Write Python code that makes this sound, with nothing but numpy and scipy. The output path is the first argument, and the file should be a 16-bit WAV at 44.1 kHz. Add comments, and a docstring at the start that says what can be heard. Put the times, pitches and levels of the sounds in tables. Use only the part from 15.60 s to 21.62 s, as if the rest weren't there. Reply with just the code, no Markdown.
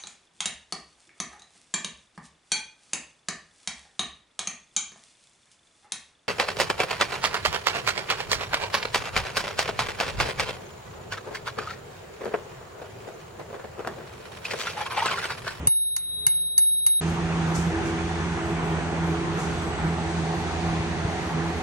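"""A small bicycle bell is struck five times close by: beating pairs of decaying sines form each ring,
with filtered noise and short modes for striker, lever and clamp, and the garage's answer behind.
The background of far fan noise and hum sinks under the ring. After a cut the phone has moved back:
a box fan drones as shaped noise with wavering blade tones, while shoes scuff and step on the floor."""
import sys
import numpy as np
from scipy import signal
from scipy.fft import rfft, irfft, next_fast_len
from scipy.io import wavfile
from scipy.ndimage import uniform_filter1d, map_coordinates

SR = 44100
rng = np.random.default_rng(int(sys.argv[2]) if len(sys.argv) > 2 else 0)


def persist_wave(psi):
    """Save psi, clipped to +-1, as 16-bit WAV."""
    counts = np.round(np.clip(psi, -1, 1) * 32767).astype(np.int16)
    wavfile.write(sys.argv[1], SR, np.atleast_2d(counts).T)


N = 265614
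TIME_S = np.arange(N) / SR
CUT_S = 1.403  # from the close bell to the wide garage
ATTACK_S = .0003  # the blow takes this long to set the metal ringing
HALVES = np.array([[.5], [-.5]])  # splits a left-right difference over the two channels

# Bell dome, two close pairs of modes that beat: pitch_hz, level_in_pair_db, t60_s, left_right_db,
# left_lead_rad, lead_drift_rad_per_s (the phone turns), start_phase_rad
DOME_MODES = [(3821, 0, 9, 5.5, -2.6, .65, 0), (3842, 0, 9, -11, 1.2, -.9, 2.3),
              (10154, 0, 1.5, 0, 2.87, 0, 0), (10173.2, -11, 1.3, 0, 2.85, 0, .8)]
LOW_HZ, HIGH_HZ = DOME_MODES[0][0], DOME_MODES[2][0]
# The lever's pan, it sits to the right: pitch_hz, left_right_db
LEVER_PAN = [(1000, -2), (3000, -5.5), (5000, -6.5), (9000, -11.5)]
# Room noise beside the bell: pitch_hz, relative_level_db_per_hz
QUIET_SPECTRUM = [(18, -31), (30, -32), (78, -4.5), (286, -17), (420, -18.5), (564, -15), (623, -20),
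                  (1390, -20.5), (3000, -27.5), (4700, -44), (6300, -37.5), (9110, -44), (12000, -75),
                  (15600, -115), (22000, -120)]


def amp(db):
    """Decibels to linear gain."""
    return 10 ** (np.asarray(db) / 20)


def unit(x):
    """Scale to an rms of 1."""
    return x / np.sqrt(np.mean(x ** 2) + 1e-20)


def along(points, hz):
    """Read (Hz, value) points along a log frequency axis."""
    f, v = np.transpose(points)
    return np.interp(np.log(hz + 1), np.log(f + 1), v)


def curves(rows):
    """One value per sample for each column after the time."""
    s, *cols = np.transpose(rows)
    return [np.interp(TIME_S, s, c) for c in cols]


def wobble(rate):
    """A smooth random curve with rate knots a second."""
    knots = rng.standard_normal(int(N * rate / SR) + 4)
    return map_coordinates(knots, [np.arange(N) * rate / SR])


def filtered(x, response):
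    """Multiply the spectrum of x by a response of frequency."""
    m = next_fast_len(x.shape[-1] + 8192)
    spectrum = rfft(x, m) * response(np.fft.rfftfreq(m, 1 / SR))
    return irfft(spectrum, m)[..., :x.shape[-1]]


def shape(spectrum):
    """A gain over frequency from (Hz, dB) points."""
    return lambda hz: amp(along(spectrum, hz))


def band(hz, width):
    """A resonance whose gain halves at width / 2 to either side."""
    return lambda f: 1 / (1 + (2 * (f - hz) / width) ** 2)


def fading(t, t60):
    """Exponential decay by 60 dB in t60 seconds."""
    return amp(-60 * t / t60)


def onset(t, rise):
    """A rounded rise from silence over about rise seconds."""
    return 1 - np.exp(-(t / rise) ** 2)


def rush(gain):
    """Stereo noise of rms 1: a mid and a side part mix by frequency, near mono in the bass."""
    # Likeness of the ports: pitch_hz, left_right_correlation
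    likeness = [(30, .5), (60, 0.9), (130, 0.87), (290, 0.96), (640, 0.76), (1410, 0.45), (3100, 0.22),
                (6820, -0.3), (15000, -0.12)]
    # Stereo balance: pitch_hz, left_right_db
    balance = [(60, -4), (110, 2), (200, -3), (380, -1.5), (700, -1.5), (1290, 0.5), (2380, -1.5),
               (4400, 1.5), (8120, -0.5), (15000, 0.5)]
    left_lag_s = .0001

    def mid_side(hz):
        turn = np.arccos(np.clip(along(likeness, hz), -1, 1)) / 2
        return gain(hz) * [np.cos(turn), np.sin(turn)]

    def ports(hz):
        level = amp(np.outer([.5, -.5], along(balance, hz)))
        return level * np.exp(-1j * np.pi * np.outer([1, -1], hz) * left_lag_s)

    mid, side = filtered(rng.standard_normal((2, N)), mid_side)
    return unit(filtered(np.array([mid + side, mid - side]), ports))


def patchy(x, depth_db):
    """Random patches of gain, some hundred Hz wide and a twentieth of a second long."""
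    z = signal.stft(x, nperseg=512)[2]
    field = rng.standard_normal(z.shape[1:])
    field = uniform_filter1d(field, size=4, axis=0)
    field = uniform_filter1d(field, size=10, axis=1)
    return unit(signal.istft(z * amp(depth_db * unit(field)), nperseg=512)[1][:, :N])


def room():
    """The distant fan and a low hum beside the handlebar, sinking in level under the ring."""
    # Background level under the ring: time_s, bass_db, treble_db
    sinking = [(0, 5.5, 1), (.078, 7, 4), (.095, -17, -26), (.35, -15.5, -21), (.42, -15.5, -15),
               (.65, -6, -14), (.7, -12.5, -10), (.97, -14, -22.5), (1.02, -15.5, -29), (1.4, -16, -14)]
    # Far blade tones, as narrow noise: pitch_hz, width_hz, level_db (before the sinking)
    far_tones = [(166.5, 12, -49.5), (332.4, 8.7, -59.5), (414.5, 12, -52)]
    bass_db, treble_db = curves(sinking)
    colour = shape(QUIET_SPECTRUM)
    lows = lambda hz: 1 / (1 + (hz / 1500) ** 2)
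    tones = sum(amp(db) * rush(band(hz, width)) for hz, width, db in far_tones)
    hum = amp(-39) * np.sin(2 * np.pi * 71.7 * TIME_S)
    low_noise = amp(-43.5 + wobble(6.4)) * rush(lambda hz: colour(hz) * lows(hz))
    treble = amp(-48) * rush(lambda hz: colour(hz) * (1 - lows(hz)))
    return amp(bass_db) * (hum + tones + low_noise) + amp(treble_db) * treble


def faint_hiss():
    """A faint, unsteady hiss near 11 kHz: narrowed noise under a random level."""
    faint_hiss_db = -63 - 30 / (1 + np.exp(4 * wobble(14)))
    return amp(faint_hiss_db) * rush(lambda hz: band(11300, 2000)(hz) ** 8)


def airflow():
    """Fan air as noise layers: a patchy rush, a grille roar, and a hiss with two broad resonances."""
    # Rush of air: pitch_hz, relative_level_db_per_hz
    air = [(15, -48), (25, -49), (60, -3.5), (81, -7.5), (118, -10.5), (161, -3), (210, -10), (275, -15.5),
           (331, -7.5), (471, -15), (579, -19), (758, -13), (1190, -17), (1840, -20), (3500, -30.5),
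           (4550, -67), (7700, -120)]
    # Treble of the air: pitch_hz, relative_level_db_per_hz
    air_treble = [(2000, -11.5), (2800, -7), (3800, -4.5), (4600, -6.5), (5350, -9.5), (5900, -6.5),
                  (6700, -6.5), (7250, -12), (8000, -11.5), (9650, -13.5), (9900, -86), (10500, -120)]
    # Layer levels: time_s, rush_db, grille_roar_db, near_2400_hz_db, hiss_db, near_4000_hz_db
    layers = [(1.4, -30.5, -50, -47, -44.5, -60), (2.2, -29.5, -56, -48.5, -44.5, -73),
              (3, -29.5, -42.5, -54, -45.5, -63), (3.8, -29.5, -46, -58, -45, -53),
              (4.4, -30, -40, -57, -45, -52), (5, -31, -37, -45.5, -43.5, -49.5),
              (6.03, -31, -39.5, -50, -45, -51.5)]
    rush_db, roar_db, bright_db, hiss_db, keen_db = curves(layers)
    body = amp(rush_db + .5 * wobble(8)) * patchy(rush(shape(air)), depth_db=1.6)
    hiss = amp(hiss_db + .67 * wobble(5.91)) * rush(shape(air_treble))
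    hiss = hiss + amp(bright_db) * rush(band(2420, 960)) + amp(keen_db) * rush(band(4050, 1600))
    roar = amp(roar_db + .52 * wobble(7.2)) * rush(band(767, 284))
    # a band of the rush moves up as the phone turns
    moved = 1 / (1 + np.exp((4.46 - TIME_S) / .17))
    roar = roar + amp(-48.5) * (1 - moved) * rush(band(1454, 220))
    roar = roar + amp(-46.5) * moved * rush(band(1850, 600))
    draught = amp(-44.5) * unit(filtered(rng.standard_normal((2, N)), band(72, 40)))  # unrelated ports
    return body + hiss + roar + draught


def blade_tones():
    """Wavering sines at multiples of the blade rate, with narrow noise for the upper ones."""
    # Strong tones, before lift and fades: time_s, second_db, fourth_db
    strong = [(1.42, -32, -52), (1.44, -28, -39.5), (2.09, -27, -41), (2.14, -45, -29.5), (2.74, -29, -45),
              (2.84, -50, -39), (2.92, -31.5, -28), (3.02, -30.5, -48), (3.11, -29, -39),
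              (3.32, -34.5, -44), (3.37, -32, -48), (3.44, -27.5, -32.5), (3.73, -38.5, -36),
              (3.8, -34.5, -51), (3.87, -34, -33.5), (4.05, -35.5, -41), (4.21, -46, -43), (4.25, -27, -52),
              (4.51, -36.5, -32.5), (4.56, -28, -65), (4.58, -28.5, -39.5), (4.95, -37, -42),
              (5.12, -28.5, -38.5), (5.25, -36.5, -38.5), (5.55, -37, -44), (5.66, -45, -43),
              (5.76, -27, -39), (5.98, -37.5, -40), (6.02, -44, -50)]
    # Upper tones: blade_multiple, width_hz, level_db
    overtones = [(3, 19, -45), (5, 23, -42), (9, 6, -49)]
    blade_hz, first_db, lift_db = 82.9, -35.5, 4.5
    fade_db, fades_per_s = 4, 14  # depth and pace of short random fades
    turns = np.cumsum(blade_hz * (1 + .01 * wobble(9))) / SR
    tones = 0
    for k, db, fades in zip((1, 2, 4), (first_db, *curves(strong)), (1, .3, .6)):
        level = amp(db + lift_db - fade_db * wobble(fades_per_s) ** 2 * fades)
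        # the lowest tone differs most between the ports
        stray = .63 * wobble(11) + .11 / k * wobble(1.83) * [[1], [-1]]
        tones = tones + level * np.sin(2 * np.pi * k * turns + stray)
    upper = sum(amp(db) * rush(band(k * blade_hz, width)) for k, width, db in overtones)
    return tones * amp([[-1.2], [1.2]]) + upper


def whistle():
    """A faint whistle near 8 kHz, narrow noise that swells twice."""
    # Whistle swells: peak_s, level_db
    whistle_swells = [(2.9, -56.5), (4.05, -54)]
    level = 0
    for s, db in whistle_swells:
        span = np.where(TIME_S < s, .15, .65)  # seconds of rise, then of fall
        level = level + amp(db) * np.exp(-((TIME_S - s) / span) ** 2)
    return level * rush(band(7950, 260))


def fan():
    """The box fan joins airflow, blade tones and whistle."""
    return airflow() + blade_tones() + whistle()


def feet():
    """Soles scrape the concrete as noise bursts; heavy steps push the floor once as short low sines."""
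    # Scuffs, before roughness: start_s, level_db, rise_s, t60_s
    scuffs = [(1.46, -38, 0.029, 0.25), (1.938, -32.5, 0.014, 0.42), (2.24, -38.5, 0.02, 0.26),
              (3.76, -38.5, 0.031, 0.65)]
    # Sole on concrete: pitch_hz, relative_level_db_per_hz
    sole = [(2500, -25), (4000, -9), (6000, 0), (7000, 0), (9600, -6), (10200, -30), (10900, -12),
            (12200, -16), (13200, -60), (14000, -120)]
    # Steps: start_s, level_db, pitch_hz
    steps = [(5.092, -19, 69), (5.189, -19.5, 91.5), (5.439, -16, 95)]
    scrape = pushes = 0
    for s, db, rise, t60 in scuffs:
        since = np.maximum(TIME_S - s, 0)
        scrape = scrape + amp(db) * fading(since, t60) * onset(since, rise)
    for s, db, hz in steps:
        since = TIME_S - s
        swell = np.exp(-((since - .015) / .0058) ** 2)
        pushes = pushes + amp(db) * swell * np.sin(2 * np.pi * hz * since)
    roughness = amp(.79 * wobble(200))
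    return roughness * scrape * rush(shape(sole)) + pushes


def garage(x):
    """The room's answer: a noise tail whose frequencies each die at their own speed."""
    # Decay of the garage: pitch_hz, t60_s
    decay = [(500, .35), (3000, .35), (4500, .2), (5800, .4), (7500, .35), (8600, .05), (11000, .015)]
    hz, t, z = signal.stft(rng.standard_normal((2, SR // 2)), SR, nperseg=256)
    tail = signal.istft(z * fading(t, along(decay, hz)[:, None]), SR, nperseg=256)[1]
    late = np.pad(x, ((0, 0), (350, 0)))  # the answer starts 8 ms later
    return signal.fftconvolve(late, tail / np.linalg.norm(tail[0]), axes=1)[:, :N]


def burst(spectrum, t):
    """Shaped stereo noise of rms 1, as long as t."""
    return unit(filtered(rng.standard_normal((2, len(t))), shape(spectrum)))


def dome(s, u, levels_db, swells_db, lates_s):
    """Close mode pairs beat and decay; after some blows the level swells again while the ring lasts."""
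    swell_s = .15
    sway_rad, sways_per_s = .007, 40  # the hand-held phone sways: left lead per kHz, pace
    ring = 0
    for i, (hz, share_db, t60, pan_db, lead, drift, start) in enumerate(DOME_MODES):
        pair = int(hz >= HIGH_HZ)
        # the low pair swings on through a blow, the high pair starts afresh; only the beat shifts
        base, run = (HIGH_HZ, u) if pair else (LOW_HZ, s + u)
        sway = sway_rad * hz / 1000 * wobble(sways_per_s)[:len(u)]
        phase = 2 * np.pi * (base * run + (hz - base) * (u - lates_s[pair])) + start
        phase = phase + HALVES * (lead + drift * (s + u) + sway)
        swell_db = swells_db[pair] * (1 - np.exp(-(u / swell_s) ** 3))
        level = amp(levels_db[i] + share_db + swell_db + HALVES * pan_db)
        ring = ring + level * fading(u, t60) * onset(u, ATTACK_S) * np.sin(phase)
    return ring


def striker(t, tick_db, contact_db):
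    """Contact drives the strongest mode harder for a few ms, with a first sharp impact."""
    contact = np.sin(2 * np.pi * HIGH_HZ * t + HALVES * DOME_MODES[2][4]) / (1 + (t / .0062) ** 8)
    # first instant of contact: 9.5 kHz, 6.5 dB over the tick's setting
    impact = np.exp(-(t / .00025 - 1.5) ** 2) * np.sin(2 * np.pi * 9500 * t)
    return amp(contact_db) * onset(t, ATTACK_S) * contact + amp(tick_db + 6.5) * impact


def tick(t):
    """The striker's tick is a very short noise burst, mixed partly to mono."""
    # Tick: pitch_hz, relative_level_db_per_hz
    tick_spectrum = [(600, -28), (2000, -27), (5000, -27), (9000, 11), (12000, -0.5), (15500, -14),
                     (17000, -29)]
    snap = burst(tick_spectrum, t)
    return (snap + .6 * snap.sum(axis=0)) * fading(t, .012) * (1 - np.exp(-t / .00015))


def thud(t):
    """The handlebar's low push builds after the blow and dies at once."""
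    return np.sin(2 * np.pi * 125 * t) * np.exp(-((t - .009) / .008) ** 2)


def clamp(t, dull_db, bright_db):
    """Damped lever and clamp modes vary at every blow; a blurred ring hangs on."""
    # Lever and clamp, before random spread: pitch_hz, level_db, t60_s, left_right_db
    mount = [(289, -10, 0.06, -3), (615, -22, 0.032, -6), (857, -20, 0.16, -4), (1024, -17, 0.058, -7),
             (1835, -16, 0.053, -8), (2166, -15, 0.072, -7), (2870, -8, 0.025, 4), (2850, -3, 0.049, -1),
             (2900, -14, 0.025, 0), (3750, -11, 0.081, -4), (4630, -6, 0.016, -7), (4760, 1, 0.019, -10),
             (5300, -7.5, 0.015, -11), (6230, -6, 0.023, -9), (6370, -1.5, 0.014, -13),
             (10760, 14.5, 0.019, -0.5)]
    # Blurred ring: pitch_hz, relative_level_db_per_hz
    linger_spectrum = [(2550, -40), (2820, 0), (2980, -2), (3250, -40)]
    modes = 0
    for hz, db, t60, pan_db in mount:
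        group_db = dull_db if hz < 4000 else bright_db
        spread_db = rng.normal(0, 2.5, (2, 1)) + rng.normal(0, 3.1)
        level = amp(db + group_db + HALVES * pan_db + spread_db)
        tone = np.sin(2 * np.pi * hz * t + HALVES * hz / 3600)
        modes = modes + level * fading(t, t60) * onset(t, 4 / hz) * tone  # builds over 4 cycles
    linger = burst(linger_spectrum, t) * fading(t, .45) * (1 - np.exp(-t / .005))
    return modes + amp(dull_db - 29) * linger


def lever(t):
    """The lever touches in uneven noise bursts, then falls back on its stop with a clack."""
    # Rattle: pitch_hz, relative_level_db_per_hz
    rattle_spectrum = [(200, -15), (500, -23), (900, -9.5), (2000, -13), (3000, -14.5), (4700, 0),
                       (5500, -5), (6300, 4.5), (7800, -10), (8500, -9), (10000, -71)]
    # Clack on the stop: pitch_hz, relative_level_db_per_hz
    clack_spectrum = [(500, -29), (850, 0.5), (1300, -4.5), (2200, -2.5), (3000, -19)]
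    bounces = amp(3.5 * wobble(370)[:len(t)])
    panned = filtered(burst(rattle_spectrum, t), lambda hz: amp(HALVES * along(LEVER_PAN, hz)))
    rattle = bounces * panned * fading(t, .12) / (1 + (t / .027) ** 7)
    back = np.maximum(t - .0025, 0)  # the clack comes 2.5 ms after the blow
    clack = amp(4 + HALVES * LEVER_PAN[0][1]) * burst(clack_spectrum, t)
    return rattle + clack * fading(back, .03) * (1 - np.exp(-back / ATTACK_S))


def bell():
    """Each blow restarts the dome and knocks striker, lever and clamp; the garage answers the knocks."""
    # Blows, levels as set before swells and spectra: start_s, tick_db, rattle_db, handlebar_thud_db,
    # lowest_mode_db, its_beating_partner_db, high_pair_db, striker_contact_db, low_swell_db,
    # high_swell_db, high_partner_extra_db, low_beat_delay_s, high_beat_delay_s, low_clamp_db, high_clamp_db
    strikes = [(.0716, -19, -37, -29, -37.5, -58.5, -15, -12, 2, 0, 1.5, 0, 0, -28, -22),
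               (0.3633, -32, -36.5, -50, -39, -59, -26, -19.5, 8.5, 5, -4, -.003, -.014, -39, -32),
               (0.6657, -20.5, -33, -33, -33.5, -49, -16.5, -12, 0, 0, 2, 0, 0, -26, -27.5),
               (0.9786, -27, -35, -46, -33.5, -48.5, -12.5, -12.5, 0, 0, 0, .005, .003, -36, -27),
               (1.2637, -28, -35.5, -46, -33, -48.5, -14.5, -14, 0, 0, 1.5, 0, .007, -35, -29)]
    # Level of the room's answer: pitch_hz, level_db
    answer = [(500, -15), (2000, -13), (2600, -11), (2900, -18), (3300, -13.5), (4700, -16.5),
              (6200, -25.5), (7700, -18), (10000, -25), (12000, -60)]
    ring, knock = np.zeros((2, 2, N + SR))
    t = np.arange(SR // 4) / SR
    ends = [row[0] for row in strikes[1:]] + [CUT_S]
    for row, end in zip(strikes, ends):
        s, tick_db, rattle_db, thud_db, low_db, beat_db, high_db, contact_db = row[:8]
        low_swell_db, high_swell_db, partner_db, low_late, high_late, dull_db, bright_db = row[8:]
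        a = round(s * SR)
        u = np.arange(round(end * SR) - a) / SR
        levels_db = (low_db, beat_db, high_db, high_db + partner_db)
        ring[:, a:a + len(u)] += dome(s, u, levels_db, (low_swell_db, high_swell_db), (low_late, high_late))
        ring[:, a:a + len(t)] += striker(t, tick_db, contact_db) + amp(thud_db) * thud(t)
        hit = amp(tick_db) * tick(t) + clamp(t, dull_db, bright_db) + amp(rattle_db) * lever(t)
        knock[:, a:a + len(t)] += hit
    ring, knock = ring[:, :N], knock[:, :N]
    return ring + knock + garage(filtered(knock, shape(answer)))


def scene():
    """The close bell, then a cut with a short fade-in to the wide garage."""
    close = np.clip((CUT_S - TIME_S) * 1000, 0, 1)
    wide = np.clip((TIME_S - CUT_S) / .011, 0, 1) ** 2
    return (bell() + room()) * close + (faint_hiss() + fan() + feet()) * wide


def record(dry):
    """The phone's microphone loses the deepest bass and keeps nothing above its band limit."""
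    bass_cut_hz, top_hz = 29, 17100
    return filtered(dry, lambda hz: (hz < top_hz) * hz ** 2 / (hz ** 2 + bass_cut_hz ** 2))


dry = scene()
out = record(dry)
persist_wave(out)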